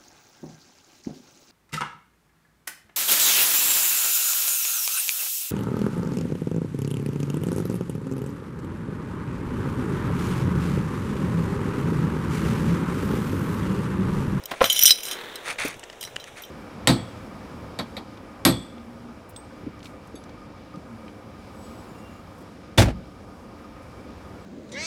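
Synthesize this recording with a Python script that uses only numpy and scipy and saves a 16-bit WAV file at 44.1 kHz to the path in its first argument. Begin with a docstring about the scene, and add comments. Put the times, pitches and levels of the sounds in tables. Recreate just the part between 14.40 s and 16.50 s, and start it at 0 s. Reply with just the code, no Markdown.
"""Keys clink in quick irregular clashes close to the microphone, beside a cardboard box in a living room.
A taped flap cracks loose, a hand slides over the cardboard, then a key tip picks at the tape in dry ticks.
The keys are sums of dying sine modes with noise clicks; flap, tape and low thumps are noise puffs with
brief modes. Hands on cardboard are noise of uneven grain; a short room tail and quiet noise lie beneath."""
import sys
import numpy as np
from scipy import signal
from scipy.fft import rfft, irfft, next_fast_len
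from scipy.io import wavfile
from scipy.ndimage import uniform_filter1d, map_coordinates

SR = 44100
rng = np.random.default_rng(int(sys.argv[2]) if len(sys.argv) > 2 else 0)


def store_pcm(level_fs):
    """Save levels as 16-bit WAV."""
    pcm = np.round(np.clip(level_fs, -1, 1) * 32767).astype(np.int16)
    wavfile.write(sys.argv[1], SR, np.atleast_2d(pcm).T)


N = 92610  # samples, 2.1 s


def amp(db):
    """Decibels to gain."""
    return 10 ** (np.asarray(db) / 20)


def unit(x):
    """x at rms 1."""
    return x / np.sqrt(np.mean(x ** 2) + 1e-20)


def along(points, hz):
    """Read (f/Hz, value) points on a log frequency axis."""
    f, value = np.transpose(points)
    return np.interp(np.log(hz + 1), np.log(f + 1), value)


def level(rows):
    """Smoothed gain per sample from (t/s, level/dB) rows, silent outside them."""
    s, db = np.transpose(rows)
    curve_db = np.interp(np.arange(N) / SR, s, db, left=-120, right=-120)
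    return uniform_filter1d(amp(curve_db), size=300)


def tilted(spectrum, hz, tilt_db):
    """Gain of a spectrum with a brightness tilt in dB per octave above 300 Hz."""
    return amp(along(spectrum, hz) + tilt_db * np.log2(np.maximum(hz, 300)))


def colour(x, spectrum, tilt_db=0):
    """x shaped by a tilted spectrum, at rms 1."""
    hz = np.fft.rfftfreq(len(x), 1 / SR)
    return unit(irfft(rfft(x) * tilted(spectrum, hz, tilt_db), len(x)))


def add(track, s, sound):
    """Mix a sound in at a time."""
    i = max(round(s * SR), 0)
    track[i:i + len(sound)] += sound[:max(N - i, 0)]


def wander(size, per_s):
    """Random curve joining normal draws by straight lines, per_s draws each second."""
    return map_coordinates(rng.standard_normal(size), [np.arange(size) / SR * per_s], order=1)


def burst(spectrum, t60, tilt_db=0):
    """A dying puff of noise that rings through a minimum-phase spectrum."""
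    size = 16384
    t, hz = np.arange(size) / SR, np.fft.rfftfreq(size, 1 / SR)
    gain = unit(tilted(spectrum, hz, tilt_db))
    # folding the cepstrum packs the filter's energy at its start
    cepstrum = irfft(np.log(gain + 1e-6))
    cepstrum[1:size // 2] *= 2
    cepstrum[size // 2 + 1:] = 0
    attack = 1 - np.exp(-t / 0.0006)
    puff = rng.standard_normal(size) * amp(-60 * t / max(t60, .002)) * attack
    return irfft(rfft(puff) * np.exp(rfft(cepstrum)))[:SR // 3]


def damped(modes):
    """The ring of (f/Hz, level/dB, t60/s) modes after one blow: dying sines."""
    t = np.arange(SR // 3) / SR
    hz, db, t60 = np.transpose(modes)[:, :, None]
    return (amp(db - 60 * t / t60) * np.sin(2 * np.pi * hz * t)).sum(axis=0)


def snaps(rows, spectrum, modes):
    """Short dry sounds: each a puff and a brief ring."""
    out = np.zeros(N)
    for s, db, *shape in rows:
        add(out, s, amp(db) * (burst(spectrum, *shape) + damped(modes)))
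    return out


def stroke_gain(strokes):
    """Gain per sample: each stroke swells, holds and fades."""
    t, gain = np.arange(N) / SR, np.zeros(N)
    for s, rise, hold, release, db in strokes:
        corners = np.cumsum([s, rise, hold, release])
        gain += amp(db) * np.interp(t, corners, [0, 1, 1, 0]) ** 1.39
    return gain


def rub(strokes, spectrum, grain_db, grains_per_s):
    """Friction made of tiny slips of uneven size: noise with a flickering level."""
    slips = amp(grain_db * wander(N, grains_per_s))
    return stroke_gain(strokes) * colour(slips * rng.standard_normal(N), spectrum)


# spectrum of the quiet room: f/Hz, relative level/dB per Hz
FLOOR = [(25, -6), (253, -6.5), (509, 1.5), (1270, -8.5), (3720, -12.5), (4600, -27), (5730, -17.5),
         (15500, -33.5)]
FLOOR_DB = -47  # rms


def room_floor():
    """The room at rest: steady coloured noise."""
    return amp(FLOOR_DB) * colour(rng.standard_normal(N), FLOOR)


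# decay of the room across the spectrum: f/Hz, t60/s
ROOM = [(200, 0.37), (3000, 0.36), (14000, 0.19)]
ROOM_DB = -21.5  # tail against the direct sound


def room(x):
    """The short tail of a carpeted room: noise whose bands die at their own rates, 5 ms late."""
    hz, t, bands = signal.stft(rng.standard_normal(SR // 2), SR, nperseg=256)
    dying = bands * amp(-60 * t / along(ROOM, hz)[:, None])
    tail = signal.istft(dying, SR, nperseg=256)[1]
    late = np.pad(x, (SR // 200, 0))
    return amp(ROOM_DB) * signal.fftconvolve(late, tail / np.linalg.norm(tail))[:N]


# the whole box flexes under the hands: t/s, rise/s, hold/s, release/s, level/dB
FLEXES = [(.215, 0.019, 0.0072, 0.083, -33), (1.08, 0.17, 0.13, .04, -50), (1.58, .03, 0.33, 0.11, -54)]
# spectrum of the flexing walls: f/Hz, relative level/dB per Hz
FLEX_TONE = [(25, -16), (65, -12.5), (125, 5.5), (160, -6.5), (220, -3.5), (500, -16.5), (2000, -48)]


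def box_flexes():
    """Flexing walls give a low, slowly uneven rumble."""
    return rub(FLEXES, FLEX_TONE, grain_db=5.5, grains_per_s=32)


# a palm slides softly over the box: t/s, rise/s, hold/s, release/s, level/dB
SLIDES = [(.6, 0.12, 0.077, 0.54, -38)]
# spectrum of the palm on cardboard: f/Hz, relative level/dB per Hz
SLIDE_TONE = [(100, -34), (200, -8.5), (400, 3), (600, -6.5), (2000, -2), (2750, -10), (3700, -3.5),
              (4900, -21.5), (15000, -26.5)]


def palm_slide():
    """Skin on cardboard: soft friction noise."""
    return rub(SLIDES, SLIDE_TONE, grain_db=2.5, grains_per_s=400)


# scrapes over the cardboard: t/s, rise/s, hold/s, release/s, level/dB
SCRAPES = [(.07, 0.02, 0.26, .12, -48), (1.025, .06, 0.023, 0.05, -30.5), (1.181, 0.0083, 0.02, 0.046, -28),
           (1.21, 0.037, 0.0071, 0.12, -32), (1.855, 0.022, 0.011, 0.018, -44.5),
           (1.95, 0.024, 0.0087, 0.1, -44.5)]
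# spectrum of the scraped surface: f/Hz, relative level/dB per Hz
SCRAPE_TONE = [(100, -14.5), (330, -14.5), (500, -5.5), (900, -6.5), (2400, 1.5), (2900, -10.5),
               (3800, -6.5), (4700, -31.5), (9500, -14.5), (14000, -62)]


def scrapes():
    """Fine-grained friction noise in short strokes."""
    return rub(SCRAPES, SCRAPE_TONE, grain_db=2.5, grains_per_s=980)


# spectrum of fibres that catch and snap under a scrape: f/Hz, relative level/dB per Hz
CRACKLE = [(300, -31), (1800, 5.5), (9500, -5.5), (15000, -23)]
CRACKLE_DB, CRACKLE_PER_S = -8, 650  # level against the scrape; mean rate of catches


def crackle():
    """Cardboard fibres catch and snap while a scrape lasts: random tiny puffs."""
    catches = (rng.random(N) < CRACKLE_PER_S / SR) * rng.standard_normal(N)
    grains = signal.fftconvolve(catches, burst(CRACKLE, t60=0.009))[:N]
    return amp(CRACKLE_DB) * stroke_gain(SCRAPES) * unit(grains)


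# dull low thumps: knocks on the box, and at .457 the overloaded clash's thump:
# t/s, level/dB, t60/s of the puff
THUMPS = [(.113, -30, 0.063), (.457, -29, 0.024), (1.2495, -23.5, 0.071), (1.364, -42.5, .05)]
# spectrum of the thumps: f/Hz, relative level/dB per Hz
THUMP_TONE = [(30, -15.5), (120, -2), (320, 6.5), (600, -1), (2000, -20)]
# low mode under the thumps: f/Hz, relative level/dB, t60/s
THUMP_MODES = [(292, -7.5, 0.09)]


def low_thumps():
    """Each thump is a dull puff over one short low mode."""
    return snaps(THUMPS, THUMP_TONE, THUMP_MODES)


# cracks of the taped flap: t/s, level/dB, t60/s of the puff, brightness/dB per octave
CRACKS = [(.111, -29, 0.066, 7), (.1155, -20.5, 0.042, 0.5), (.136, -27.5, 0.057, -0.5),
          (.207, -16.5, 0.018, 2), (.212, -4.5, 0.013, -3), (.2158, 1.5, 0.015, -3.5), (.229, -21, 0.1, 3),
          (.2415, -6.5, 0.012, 7), (.255, -24, 0.1, 5)]
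# spectrum of the flap: f/Hz, relative level/dB per Hz
FLAP = [(40, -55.5), (340, -19), (520, 1), (730, -0.5), (890, -5.5), (1050, -3), (1400, -7), (3600, -16.5),
        (4700, -24.5), (15000, -52)]
# modes of the flap: f/Hz, relative level/dB, t60/s
FLAP_MODES = [(546.6, -17, 0.061), (693, -12, 0.037), (1026, -12.5, 0.031), (1320, -15, 0.034)]


def flap_cracks():
    """The taped flap cracks loose: mid-heavy puffs over the board's short modes."""
    return snaps(CRACKS, FLAP, FLAP_MODES)


# ticks of the key tip on the tape: t/s, level/dB, t60/s of the puff, brightness/dB per octave
TICKS = [(1.158, -33, 0.013, -2), (1.342, -34.5, .012, 4.5), (1.3945, -34, 0.017, 13.5),
         (1.431, -31.5, 0.035, -3), (1.437, -31, 0.023, 4.5), (1.4993, -25, 0.011, 0.5),
         (1.528, -37, 0.03, 0.5), (1.6285, -24, 0.014, 10.5), (1.6735, -34, 0.041, 0),
         (1.7605, -28, 0.016, 6.5), (1.7645, -12, 0.0035, 2), (1.8412, -29, 0.01, 8)]
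# spectrum of the picked tape: f/Hz, relative level/dB per Hz
TAPE = [(150, -24), (500, 6), (1200, -4), (1900, 8), (3000, -9.5), (4500, -6), (8000, -12.5), (15000, -43)]
# modes of the tape: f/Hz, relative level/dB, t60/s
TAPE_MODES = [(1940, -15, 0.0089), (2910, -3.5, 0.011)]


def tape_ticks():
    """A key tip picks at the tape: small dry puffs with very short modes."""
    return snaps(TICKS, TAPE, TAPE_MODES)


FLUTTER_DB, FLUTTER_PER_S = 3, 140  # spread of the level; random draws per second


def flutter(modes, t):
    """Each mode's level in dB flutters as neighbouring keys touch."""
    return FLUTTER_DB * np.array([wander(len(t), FLUTTER_PER_S) for _ in modes])


SHIMMER_HZ = (4800, 15080)
SHIMMER_DB, SHIMMER_T60_S = -23.5, 0.1  # mean level; decay at ring length 1


def shimmer(length, count=12):
    """Further high overtones, drawn afresh with the point of contact."""
    t60 = SHIMMER_T60_S * max(length, .05)
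    overtones = [(rng.uniform(*SHIMMER_HZ), SHIMMER_DB + rng.normal(0, 2.5), t60) for _ in range(count)]
    return damped(overtones)


# modes of three keys, one list per key: f/Hz, relative level/dB, t60/s at ring length 1
KEY_MODES = [
    [(3030, -8, 0.094), (3137, -2.5, 0.11), (3315, -12, 0.042), (3527, -1, 0.037), (6740, -17, 0.084),
     (6870, -15, 0.092), (10200, -16.5, 0.043), (12300, -7.5, 0.0083), (14420, -30, 0.07)],
    [(3974, 0.5, 0.11), (4890, -14.5, 0.08), (5028, -13, 0.11), (5123, -7, 0.13), (5207, -8, 0.03),
     (8440, -7, 0.091), (9030, -12.5, .04), (14753, -25.5, .15)],
    [(5360, -4.5, 0.08), (5670, -0.5, 0.14), (5860, -1.5, 0.096), (5770, -7, 0.065), (5942, 0.5, 0.082),
     (6130, -4, 0.04), (12580, -6, .07), (13240, 2, 0.033), (14200, 4, 0.059), (14080, -17.5, 0.056)],
]
GRIP_DETUNE = 0.0015  # relative spread: the grip shifts the modes a little from clash to clash
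RING_ROUGH = 0.28  # random phase drift, rad in the first ms
RING_SCATTER_DB = 2.5  # spread of each mode's level


def ring(key_db, tilt_db, length):
    """The keys' modes after one contact; loose keys touch, so the tones are slightly rough."""
    t = np.arange(SR // 3) / SR
    struck_modes = [(f, db + struck, life)
                    for modes, struck in zip(KEY_MODES, key_db) for f, db, life in modes]
    hz, db, t60 = np.transpose(struck_modes)[:, :, None]
    scatter_db = RING_SCATTER_DB * rng.standard_normal(hz.shape)
    gain_db = db + tilt_db * np.log2(hz / 6000) + scatter_db + flutter(hz, t)
    steps = rng.standard_normal((len(hz), len(t)))
    drift = RING_ROUGH * np.cumsum(steps, axis=1) / np.sqrt(SR / 1000)
    hz = hz * (1 + GRIP_DETUNE * rng.standard_normal(hz.shape))
    start = rng.uniform(0, 2 * np.pi, hz.shape)
    envelope = amp(gain_db - 60 * t / (t60 * max(length, .05)))
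    tones = envelope * np.sin(2 * np.pi * hz * t + drift + start)
    return tones.sum(axis=0) * (1 - np.exp(-t / 0.00072))


# spectrum of the contact click: f/Hz, relative level/dB per Hz
CLICK = [(300, -63.5), (1500, 0), (3000, 11), (4500, -1), (5800, 13), (7500, -9), (9500, 8.5), (15000, -4)]
CLICK_T60_S = 0.01  # at ring length 1
ONSET_DB = -8  # against the contact click
# clashes in the bunch: t/s, level/dB of key 0, of key 1, of key 2, of the contact click,
# brightness/dB per octave, ring length as a share of the modes' t60
CLINKS = [(.038, -52, -29, -36, -32, 0, 0.086), (0.0568, -22, -30, -36, -23, 10, 0.23),
          (0.243, -33, -30.5, -36, -11, -14, 0.78), (.253, -24.5, -29, -32.5, -37, 4.5, 1.8),
          (0.2994, -10, -26, -41, -12, 3.5, .95), (0.327, -14.5, -40, -29.5, -17, 8.5, 0.7),
          (0.3621, -21.5, -30, -34, -22, 3, 1.7), (0.3665, -28, -35, -36, -22, 2, .9),
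          (.374, -24, -42, -30, -17.5, -2.5, 0.55), (0.3915, -8, -21, -18, -6, 1, 0.4),
          (.414, -32, -28, -26, -13, 6, 0.63), (0.4253, -15, -12.5, -13, -8, -1, 0.22),
          (0.434, -10, -35, -13, -7, 7.5, .45), (.447, -40, -32, -35, -7, -5, 0.42),
          (0.4555, -17, -27, -2, 0.5, -2, 0.23), (0.46, -7.5, -6, -32, -3.5, 10.5, 1.04),
          (.468, -8, -30, -20, -23, -1, 0.47), (0.4774, -16, -23.5, -19, -7, -1, 0.84),
          (0.4945, -39, -15, -25, -6, -8.5, 0.39), (0.5063, -11, -8, -17.5, -5.5, -4, 0.64),
          (0.556, -46, -47, -40, -34, -2, 0.12), (.586, -46, -68, -64, -31, -9, 1.7),
          (.633, -45.5, -48, -46, -20, 0, 1.7), (0.653, -40, -31.5, -59, -23, 4.5, 1.9),
          (0.671, -41, -40, -56, -34, 5, 0.77), (.712, -28.5, -33.5, -61, -19.5, 0, 1.6),
          (0.957, -36, -29.5, -48, -23.5, 2, 0.34), (1.282, -39, -46, -35.5, -21, 5, 0.17),
          (1.6103, -32.5, -38, -46, -26, 6, 1.1), (1.6269, -48, -41.5, -55, -32, 6.5, 2.4),
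          (1.638, -46, -34, -45, -20, -12, 0.22), (1.65, -39, -38, -32.5, -26.5, -6.5, 0.35),
          (1.7992, -46, -50, -53, -37, -9, 1.1), (2.021, -59, -51, -51, -37, 7.5, 1),
          (2.036, -44, -53, -55, -41, -7.5, 0.81), (2.05, -59, -54, -52, -47, 7, 0.42)]


def clashes():
    """Keys click and ring, each clash with a slightly softened onset."""
    out = np.zeros(N)
    for s, a_db, b_db, c_db, click_db, tilt_db, length in CLINKS:
        click_t60 = CLICK_T60_S * np.sqrt(max(length, .05))
        contact = burst(CLICK, click_t60, tilt_db) + shimmer(length)
        add(out, s, ring([a_db, b_db, c_db], tilt_db, length) + amp(click_db) * contact)
        # the onset is a weaker burst 1 to 2 ms ahead
        onset = burst(CLICK, CLICK_T60_S, tilt_db + 4.0)
        add(out, s - rng.uniform(0.00092, 0.001932), amp(click_db + ONSET_DB) * onset)
    return out


# light rattle within the bunch: t/s, level/dB before the overall rattle gain
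JOSTLE = [(.213, -23.5), (.25, -33.5), (.4, -21.5), (.47, -15.5), (.56, -32.5), (.6, -36), (.66, -36),
          (.73, -32), (.79, -51)]
JOSTLE_DB, JOSTLE_PER_S = -4.5, 230  # overall rattle gain; mean rate of touches


def jostle(count=4):
    """Many light touches rattle between the clashes, shared among a few kinds of contact."""
    rattle = np.zeros(N)
    for _ in range(count):
        touches = (rng.random(N) < JOSTLE_PER_S / count / SR) * rng.standard_normal(N)
        contact = burst(CLICK, t60=0.042) + shimmer(0.33)
        touch = ring([-2, -2, -2], tilt_db=-5.5, length=0.46) + 3 * contact
        rattle += signal.fftconvolve(touches, touch)[:N]
    return amp(JOSTLE_DB) * level(JOSTLE) * unit(rattle)


def keys():
    """The shaken bunch: separate clashes over a light rattle."""
    return clashes() + jostle()


def scene():
    """Keys, box and hands over the room's quiet noise; only the hits feed the room tail."""
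    hands = box_flexes() + palm_slide() + scrapes() + crackle() + crackle()
    hits = low_thumps() + flap_cracks() + tape_ticks() + keys()
    return (room_floor() + hands + room(hits) + hits)[None]


CLIP_TOP = 0.92  # mean overload ceiling, full scale 1
OVERLOAD_SKEW = 0.028  # the negative half of the wave flattens sooner
TOP_HZ = 15750  # band limit


def record(dry):
    """The loudest clashes overload the microphone; nothing is kept above the band limit."""
    top = CLIP_TOP * (1 + OVERLOAD_SKEW * np.sign(dry))
    clipped = dry / (1 + np.abs(dry / top) ** 6) ** (1 / 6)
    m = next_fast_len(N + SR // 4)
    kept = np.fft.rfftfreq(m, 1 / SR) < TOP_HZ
    return irfft(rfft(clipped, m) * kept, m)[:, :N]


dry = scene()
out = record(dry)
store_pcm(out)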